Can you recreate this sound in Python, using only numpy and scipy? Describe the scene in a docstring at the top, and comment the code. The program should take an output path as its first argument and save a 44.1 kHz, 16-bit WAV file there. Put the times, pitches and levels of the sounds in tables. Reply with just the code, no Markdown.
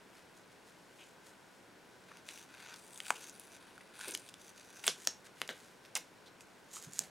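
"""Steady ventilation noise and rustling gloves, then painter's tape unwound from a metal rod close by.
Dense tiny glue pops ring the modes of the taut paper strip; it ticks, rips and snaps as it buckles.
It comes free and is crumpled aside with soft bumps; a small dry room answers with a short dense tail.
Pops are random impulses and cracks are splintering kicks, both through resonators; rubs, air and bumps
are filtered grains and noise."""
import sys
import numpy as np
from scipy import signal
from scipy.fft import rfft, irfft
from scipy.io import wavfile
from scipy.ndimage import uniform_filter1d

SR = 44100
rng = np.random.default_rng(int(sys.argv[2]) if len(sys.argv) > 2 else 0)


def dump(signal):
    """Clip the signal to [-1, 1] and save it as 16-bit WAV at the path in sys.argv[1]."""
    limited = np.clip(np.atleast_2d(signal).T, -1, 1)
    pcm = np.round(limited * 32767).astype(np.int16)
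    wavfile.write(sys.argv[1], SR, pcm)


N = 313110
TIME = np.arange(N) / SR


def undb(db):
    """Decibels to gain."""
    return 10 ** (np.asarray(db) / 20)


def unit(x):
    """Scale to rms 1."""
    return x / np.sqrt(np.mean(x ** 2) + 1e-20)


def add(track, start_s, sound):
    """Mix a sound into a track, cut at the track's end."""
    start = int(np.clip(start_s * SR, 0, N - 1))
    track[start:start + len(sound)] += sound[:N - start]


def colour(x, points):
    """Shape a spectrum by (Hz, dB) points, joined by straight lines over log frequency."""
    hz, db = np.transpose(points)
    bins_hz = np.maximum(np.fft.rfftfreq(len(x), 1 / SR), 1)
    gain_db = np.interp(np.log(bins_hz), np.log(hz), db)
    return irfft(rfft(x) * undb(gain_db), len(x))


def band(x, lo_hz, hi_hz, order=3):
    """Butterworth band-pass."""
    edges_hz = [lo_hz, min(hi_hz, SR / 2 - 100)]
    return signal.sosfilt(signal.butter(order, edges_hz, "band", fs=SR, output="sos"), x)


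def ring(x, hz, q):
    """One damped resonance, gain 1 at its centre."""
    b, a = signal.iirpeak(min(hz, SR / 2 - 1000), max(q, 1), fs=SR)
    return signal.lfilter(b, a, x)


def walk(per_s):
    """Random levels held briefly and smoothed twice; spread near 1."""
    hold = int(SR / per_s)
    steps = np.repeat(rng.standard_normal(N // hold + 1), hold)
    return 1.25 * uniform_filter1d(uniform_filter1d(steps, hold), hold)[:N]


def pops(size, per_s, spread_db):
    """Tiny impulses at random moments, of random sign and very unequal strength."""
    hits = rng.random(size) < per_s / SR
    strength = undb(spread_db * np.clip(rng.standard_normal(size), -2, 2))
    return hits * strength * rng.choice([-1, 1], size)


def crackle(per_s, spread_db):
    """Endless pops, levelled to near-equal energy over every few hundredths of a second."""
    x = pops(N, per_s, spread_db)
    power = np.abs(uniform_filter1d(x ** 2, size=1500))
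    return x / np.sqrt(power + 1e-6)


def fracture(splinter_db, splinter_s, size=1024):
    """One sharp release, trailed by a moment of splintering fibres."""
    t = np.arange(size) / SR
    fade = np.exp(-t / splinter_s)
    x = undb(splinter_db) * rng.standard_normal(size) * fade * (1 - fade)
    x[0] = 1
    return x


def ventilation():
    """Steady rush of air with two duct resonances, a low hum and a thin whine."""
    # Air spectrum. Each row: frequency in Hz, relative density in dB.
    air = [(25, -16.5), (60, -12.5), (110, -3), (190, -0.5), (400, 1), (800, -3.5), (1250, -7.5),
           (2000, -8.5), (3000, -12), (5000, -16.5), (9500, -21), (15000, -30)]
    # Duct resonances. Each row: centre in Hz, width in Hz, gain in dB.
    duct_modes = [(983, 140, -6.5), (1508, 144, 1.5)]
    # Stereo width of the air. Each row: frequency in Hz, side gain in dB.
    air_side = [(28, -1), (75, -9), (240, -7), (620, -7.5), (1550, -7.5), (5100, -10), (15100, -25)]
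    # Faint steady tones. Each row: frequency in Hz, rms level in dB.
    hums = [(184.5, -77.5), (5575, -86.5)]
    rush_db = -60.5
    mid, side = (colour(rng.standard_normal(N), air) for _ in range(2))
    mid = mid + sum(undb(db) * ring(mid, hz, hz / width_hz) for hz, width_hz, db in duct_modes)
    rush = unit(mid) + colour(unit(side), air_side) * np.array([[1], [-1]])
    tones = sum(undb(db) * np.sqrt(2) * np.sin(2 * np.pi * hz * TIME) for hz, db in hums)
    return (rush * undb(rush_db) + tones) * undb([[.4], [-.4]])  # slightly left


def rustle():
    """Gloves and slack tape rub in fine grains; each stroke swells and fades like a bell curve."""
    # Grain spectrum. Each row: frequency in Hz, gain in dB.
    grain_colour = [(1000, -6.5), (2700, -7), (4400, -11), (5500, -8.5), (6500, -3), (8100, -9),
                    (9500, -12), (12500, -14), (16000, -8)]
    # Strokes of glove on rod and loose tape. 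Each row: middle in seconds, length in seconds (between
    # the 1/e points), treble level in dB, middle band in dB re treble.
    rubs = [(0.177, 0.08, -68, 3), (0.378, 0.027, -67, -10), (0.52, 0.028, -70, -2),
            (0.686, 0.041, -67, -2), (1.035, 0.15, -67.5, -7), (1.277, 0.057, -61, -2),
            (5.04, 0.14, -55.5, -5), (5.262, 0.026, -57, 1), (5.407, 0.075, -61.5, 0.5),
            (5.586, 0.22, -64, -1.5), (5.855, 0.023, -64.5, 6), (6.416, 0.023, -63, -12),
            (6.757, 0.076, -50, -17), (6.837, 0.051, -51.5, -7), (6.973, 0.13, -55, -14),
            (7.01, 0.098, -55.5, 0)]
    grip_db = -74.5  # the gloves never quite stop moving
    grains = colour(crackle(per_s=2000, spread_db=6.5), grain_colour)
    treble = unit(band(grains, 3060, 11700))
    middle = unit(band(grains, 1480, 5900))
    out = (treble + middle) * undb(grip_db + 1.97 * walk(per_s=12))
    for middle_s, length_s, db, middle_db in rubs:
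        bell = np.exp(-(2 * (TIME - middle_s) / length_s) ** 2)
        out += undb(db) * bell * (treble + undb(middle_db) * middle)
    return out


def rips():
    """Quick runs of pops swell and die as a patch of tape tears or crumples, or a glove squeaks; each run rings
    one narrow pitch."""
    # Each row: start in seconds, length in seconds, rms level in dB, ring in Hz, ring over crack in dB.
    runs = [(0.979, 0.069, -61, 2730, 20), (2.113, 0.0076, -53, 1400, 37), (3.054, 0.0056, -51, 2660, 16),
            (3.106, 0.025, -49.5, 905, 21), (3.151, .023, -52, 2750, 7), (3.214, 0.033, -56, 6170, 0),
            (3.807, .006, -54.5, 2180, 27), (4.009, 0.0061, -42.5, 1510, 10.5),
            (4.077, 0.018, -47, 9100, 1), (4.135, 0.019, -44, 6300, 15), (4.838, 0.0075, -41, 2570, 4),
            (4.843, 0.035, -49, 7700, 2), (4.879, 0.033, -44.5, 4840, 20), (5.487, 0.031, -49, 1680, 14),
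            (5.956, 0.017, -37, 2460, 8.5), (5.971, 0.0074, -40.5, 9250, 4), (6.254, 0.037, -63, 3860, 11),
            (6.724, 0.077, -53.5, 6900, 9), (6.766, 0.0053, -46.5, 1150, 14)]
    out = np.zeros(N)
    for start_s, length_s, db, hz, ring_db in runs:
        size = max(int(length_s * SR), 64)
        run = pops(size, per_s=9400, spread_db=3.5) * signal.windows.tukey(size, .5)
        crack = band(run, 720, 8000, order=2)
        fold = ring(ring(run, hz, q=2.5), hz, q=2.5)
        add(out, start_s, unit(crack + undb(ring_db) * fold) * undb(db))
    return out


def pull(length_s, swell_db):
    """Gain of one pull: a quick attack, a steady swell or sag as the hand moves, a quick release."""
    attack_s, release_s = 0.022, 0.01  # the glue starts to give; the crackle dies when the hand stops
    t = TIME[:SR // 2]
    attack = np.clip(t / attack_s, 0, 1)
    swell = undb(swell_db * (np.clip(t / length_s, 0, 1) - .5))
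    release = np.exp(-np.maximum(t - length_s, 0) / release_s)
    return attack * swell * release


def peel():
    """Glue pops ring the strip; tension shifts weight from body to treble, free length tints each pull."""
    # Resonances of the taut strip. Each row: centre in Hz, width of each of two passes in Hz, gain in dB.
    strip_modes = [(910, 480, -10.5), (1540, 400, -2), (2535, 640, 8), (3580, 1070, 2.5), (4680, 410, 3),
                   (6060, 1470, 1.5), (7500, 1150, -3.5), (9500, 3800, 0.5), (14400, 3700, -11)]
    # Pulls on the strip. Each row: start in seconds, length in seconds, treble halfway in dB, swell from
    # start to end in dB, slack as body in dB re treble, ring of the free length in Hz.
    hand_pulls = [(2.07, 0.13, -74, -1, 11, 6200), (2.248, 0.19, -60.5, -1, -4, 6100),
                  (2.477, .27, -65.5, 8, 7.5, 6700), (2.729, 0.32, -62, 7.5, -10, 8500),
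                  (3.033, 0.074, -53.5, 11, -2.5, 8400), (3.123, 0.18, -59.5, 2, -3, 6200),
                  (3.32, .17, -63.5, 1, -7, 10400), (3.499, 0.069, -61.5, 0, -0.5, 6000),
                  (3.59, 0.35, -73, -7, 4, 9600), (3.929, .13, -58, 8.5, 0, 9300),
                  (4.062, 0.082, -51.5, -1, -6.5, 9350), (4.175, 0.12, -64, 5, -4, 9000),
                  (4.375, 0.12, -63, 6, -6.5, 6200), (4.544, 0.33, -62.5, 4, -4, 6200)]
    middle_base_db, middle_per_slack = 2, 0.7  # middle re treble, and its dB per dB of slack
    free_length_db, free_length_q = 1, 6.6
    glue = crackle(per_s=1900, spread_db=7.5) * undb(2.0 * walk(per_s=140))
    strip = np.zeros(N)
    for hz, width_hz, db in strip_modes:
        # each pop sits on a crest or a trough of this mode; the creeping peel line favours modes in turn
        push = glue * rng.choice([-1, 1], N) * undb(1.6 * walk(per_s=22))
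        q = hz / width_hz
        strip += undb(db) * ring(ring(push, hz, q), hz, q)
    bands = np.array([unit(band(strip, 5260, 17000)), unit(band(strip, 1720, 4300)),
                      unit(band(strip, 500, 1750))])
    out = np.zeros(N)
    for start_s, length_s, db, swell_db, slack_db, hz in hand_pulls:
        gain = undb(db) * pull(length_s, swell_db)
        treble, middle, body = bands[:, int(start_s * SR):][:, :len(gain)]
        treble = unit(treble + undb(free_length_db) * ring(treble, hz, free_length_q))
        middle_db = middle_base_db + middle_per_slack * slack_db
        add(out, start_s, gain * (treble + undb(middle_db) * middle + undb(slack_db) * body))
    return out


def ticks():
    """Single glue threads and creases break in small splintering cracks that ring one crease."""
    # Each row: start in seconds, peak level in dB, ring in Hz, ring over crack in dB.
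    cracks = [(2.171, -40, 2900, 9), (2.376, -37, 2520, 14), (2.698, -47, 2700, 7), (2.741, -36, 4690, 12),
              (2.761, -39, 4800, 4), (2.933, -38, 7930, 3), (2.9595, -39, 3590, 4), (2.976, -34, 7060, 12),
              (3.296, -33.5, 6750, 12), (3.397, -33, 9700, 17), (3.779, -39, 1500, 34),
              (4.082, -28, 9000, 23), (4.109, -29, 8700, 23), (4.175, -30.5, 8750, 6),
              (4.196, -40, 8800, 9), (4.28, -42, 3370, 9), (4.2895, -36, 3470, 12), (4.3409, -36, 3520, 12),
              (4.581, -43.5, 2750, 19), (5.051, -35, 5560, 7), (5.264, -45, 1920, 6),
              (5.477, -33.5, 6840, -2), (6.408, -38.5, 2700, 9), (6.9346, -31.5, 7350, 23)]
    out = np.zeros(N)
    for start_s, db, hz, ring_db in cracks:
        kick = fracture(splinter_db=-5, splinter_s=.0009)
        sound = band(kick, 2600, 9300, order=2) + undb(ring_db) * ring(kick, hz, q=5.4)
        add(out, start_s, sound / np.abs(sound).max() * undb(db))
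    return out


def snaps():
    """The strip buckles loudly and rings in three modes: direct sound, and what goes into the room."""
    # Each row: start in seconds, low mode in Hz, its gain in dB, middle mode in Hz, its gain in dB,
    # high mode in Hz, its gain in dB, room send in dB.
    buckles = [ (2.2887, 2530, -11.5, 3650, -8, 9050, -18, 3),
               (3.0032, 2900, -5.5, 3450, -19, 7300, -20, -8), (3.105, 1540, 8.5, 2600, 7, 7600, -2.5, -9),
               (3.1056, 900, 6, 1470, -3, 6160, -8, -13), (4.1501, 3450, -3, 6140, -11, 10200, -5, -7),
               (4.867, 3200, -4, 7240, -4, 9700, 3, 4.5), (4.8714, 2490, -5, 5700, -15, 9700, -4, 8),
               (4.8791, 1350, 7, 3380, 8, 6370, 7, -2.5), (5.073, 1370, 0.5, 3000, 1, 6000, 7.5, -4),
               (5.4168, 910, 2.5, 3060, 1, 11200, -8.5, -5), (5.4911, 630, -5.5, 2010, -3, 3280, -4.5, 3.5),
               (5.953, 706, -10.5, 5430, -7, 9300, -2.5, -12), (5.9546, 3270, -6, 7000, -0.5, 9400, -5, 0),
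               (6.9915, 1460, -12.5, 3700, -36, 7100, 5.5, -8.5)]
    crack_db = -17.5  # thin top edge of every snap, re the high mode
    direct, spill = np.zeros(N), np.zeros(N)
    for start_s, low_hz, low_db, middle_hz, middle_db, high_hz, high_db, room_db in buckles:
        kick = fracture(splinter_db=-11, splinter_s=0.00094)
        low = undb(low_db) * ring(kick, low_hz, q=1.97)
        middle = undb(middle_db) * ring(kick, middle_hz, q=3.33)
        high = undb(high_db) * ring(kick, high_hz, q=3.7)
        sound = band(low - middle + high, 130, 9800, order=2)
        edge = undb(high_db + crack_db) * ring(kick, 14800, q=13)
        add(direct, start_s, sound + edge)
        add(spill, start_s, sound * undb(room_db))
    return direct, spill


def bumps():
    """Hands, rod and slackening tape knock softly: octave-wide noise that fades quickly."""
    # Each row: start in seconds, noise rms before the fade in dB, centre in Hz, decay time in seconds.
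    knocks = [(3.166, -61, 367, 0.12), (4.074, -47.5, 375, 0.031), (4.118, -52.5, 312, 0.047),
              (4.874, -33, 503, 0.0093), (5.07, -40.5, 436, 0.0086), (5.955, -60, 404, 0.03),
              (6.865, -52, 156, 0.037), (6.992, -49.5, 190, 0.024), (7.008, -58, 586, .06)]
    out = np.zeros(N)
    t = TIME[:SR // 3]
    for start_s, db, hz, decay_s in knocks:
        thud = unit(band(rng.standard_normal(len(t)), hz / 1.42, hz * 1.41, order=3))
        envelope = np.exp(-t / decay_s) * (1 - np.exp(-t / 0.00033))
        add(out, start_s, thud * undb(db) * envelope)
    return out


def room(x, t60_s, onset_s, side_db):
    """Bench and walls answer after a few milliseconds with a short dense tail, nearly alike in both ears."""
    walls = [(210, 9.5), (950, -9.5), (3100, -6.5), (6100, -5.5), (10100, -10.5), (16100, -11)]  # (Hz, dB)
    t = TIME[:SR // 2]
    fade = (t > onset_s) * undb(-60 * t / t60_s)
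    fade = fade / np.linalg.norm(fade)
    tails = [colour(rng.standard_normal(len(t)) * fade, walls) for _ in range(2)]
    mid, side = (signal.fftconvolve(x, tail)[:N] for tail in tails)
    return mid + undb(side_db) * side * np.array([[1], [-1]])


def microphones(x, lag_s):
    """Two close ports: levels follow the working hand; the right one hears it a hair earlier."""
    # Where the working hand is. Each row: time in seconds, left minus right in dB.
    place = [(3, 2), (4.9, 0), (5.4, 1), (5.96, -1.3), (7, -2)]
    place_s, left_right_db = np.transpose(place)
    pan_db = np.interp(TIME, place_s, left_right_db)
    hz = np.fft.rfftfreq(N, 1 / SR)
    late = irfft(rfft(x) * np.exp(-2j * np.pi * hz * lag_s), N)
    return np.array([late * undb(pan_db / 2), x * undb(-pan_db / 2)])


def scene():
    """Mix close handling, its room tail and the ventilation; the handling ends a little to the right."""
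    direct, spill = snaps()
    small = peel() + rustle() + ticks() + rips()
    echo = room(spill + undb(-2.5) * small, t60_s=0.19, onset_s=0.005, side_db=-19.0)
    close = microphones(direct + small + bumps(), lag_s=.000004)
    return close + echo + ventilation()


def record(dry):
    """The recorder cuts the top with a steep elliptic low-pass."""
    top_hz = 15800
    return signal.sosfilt(signal.ellip(8, .2, 70, top_hz, fs=SR, output="sos"), dry)


dry = scene()
out = record(dry)
dump(out)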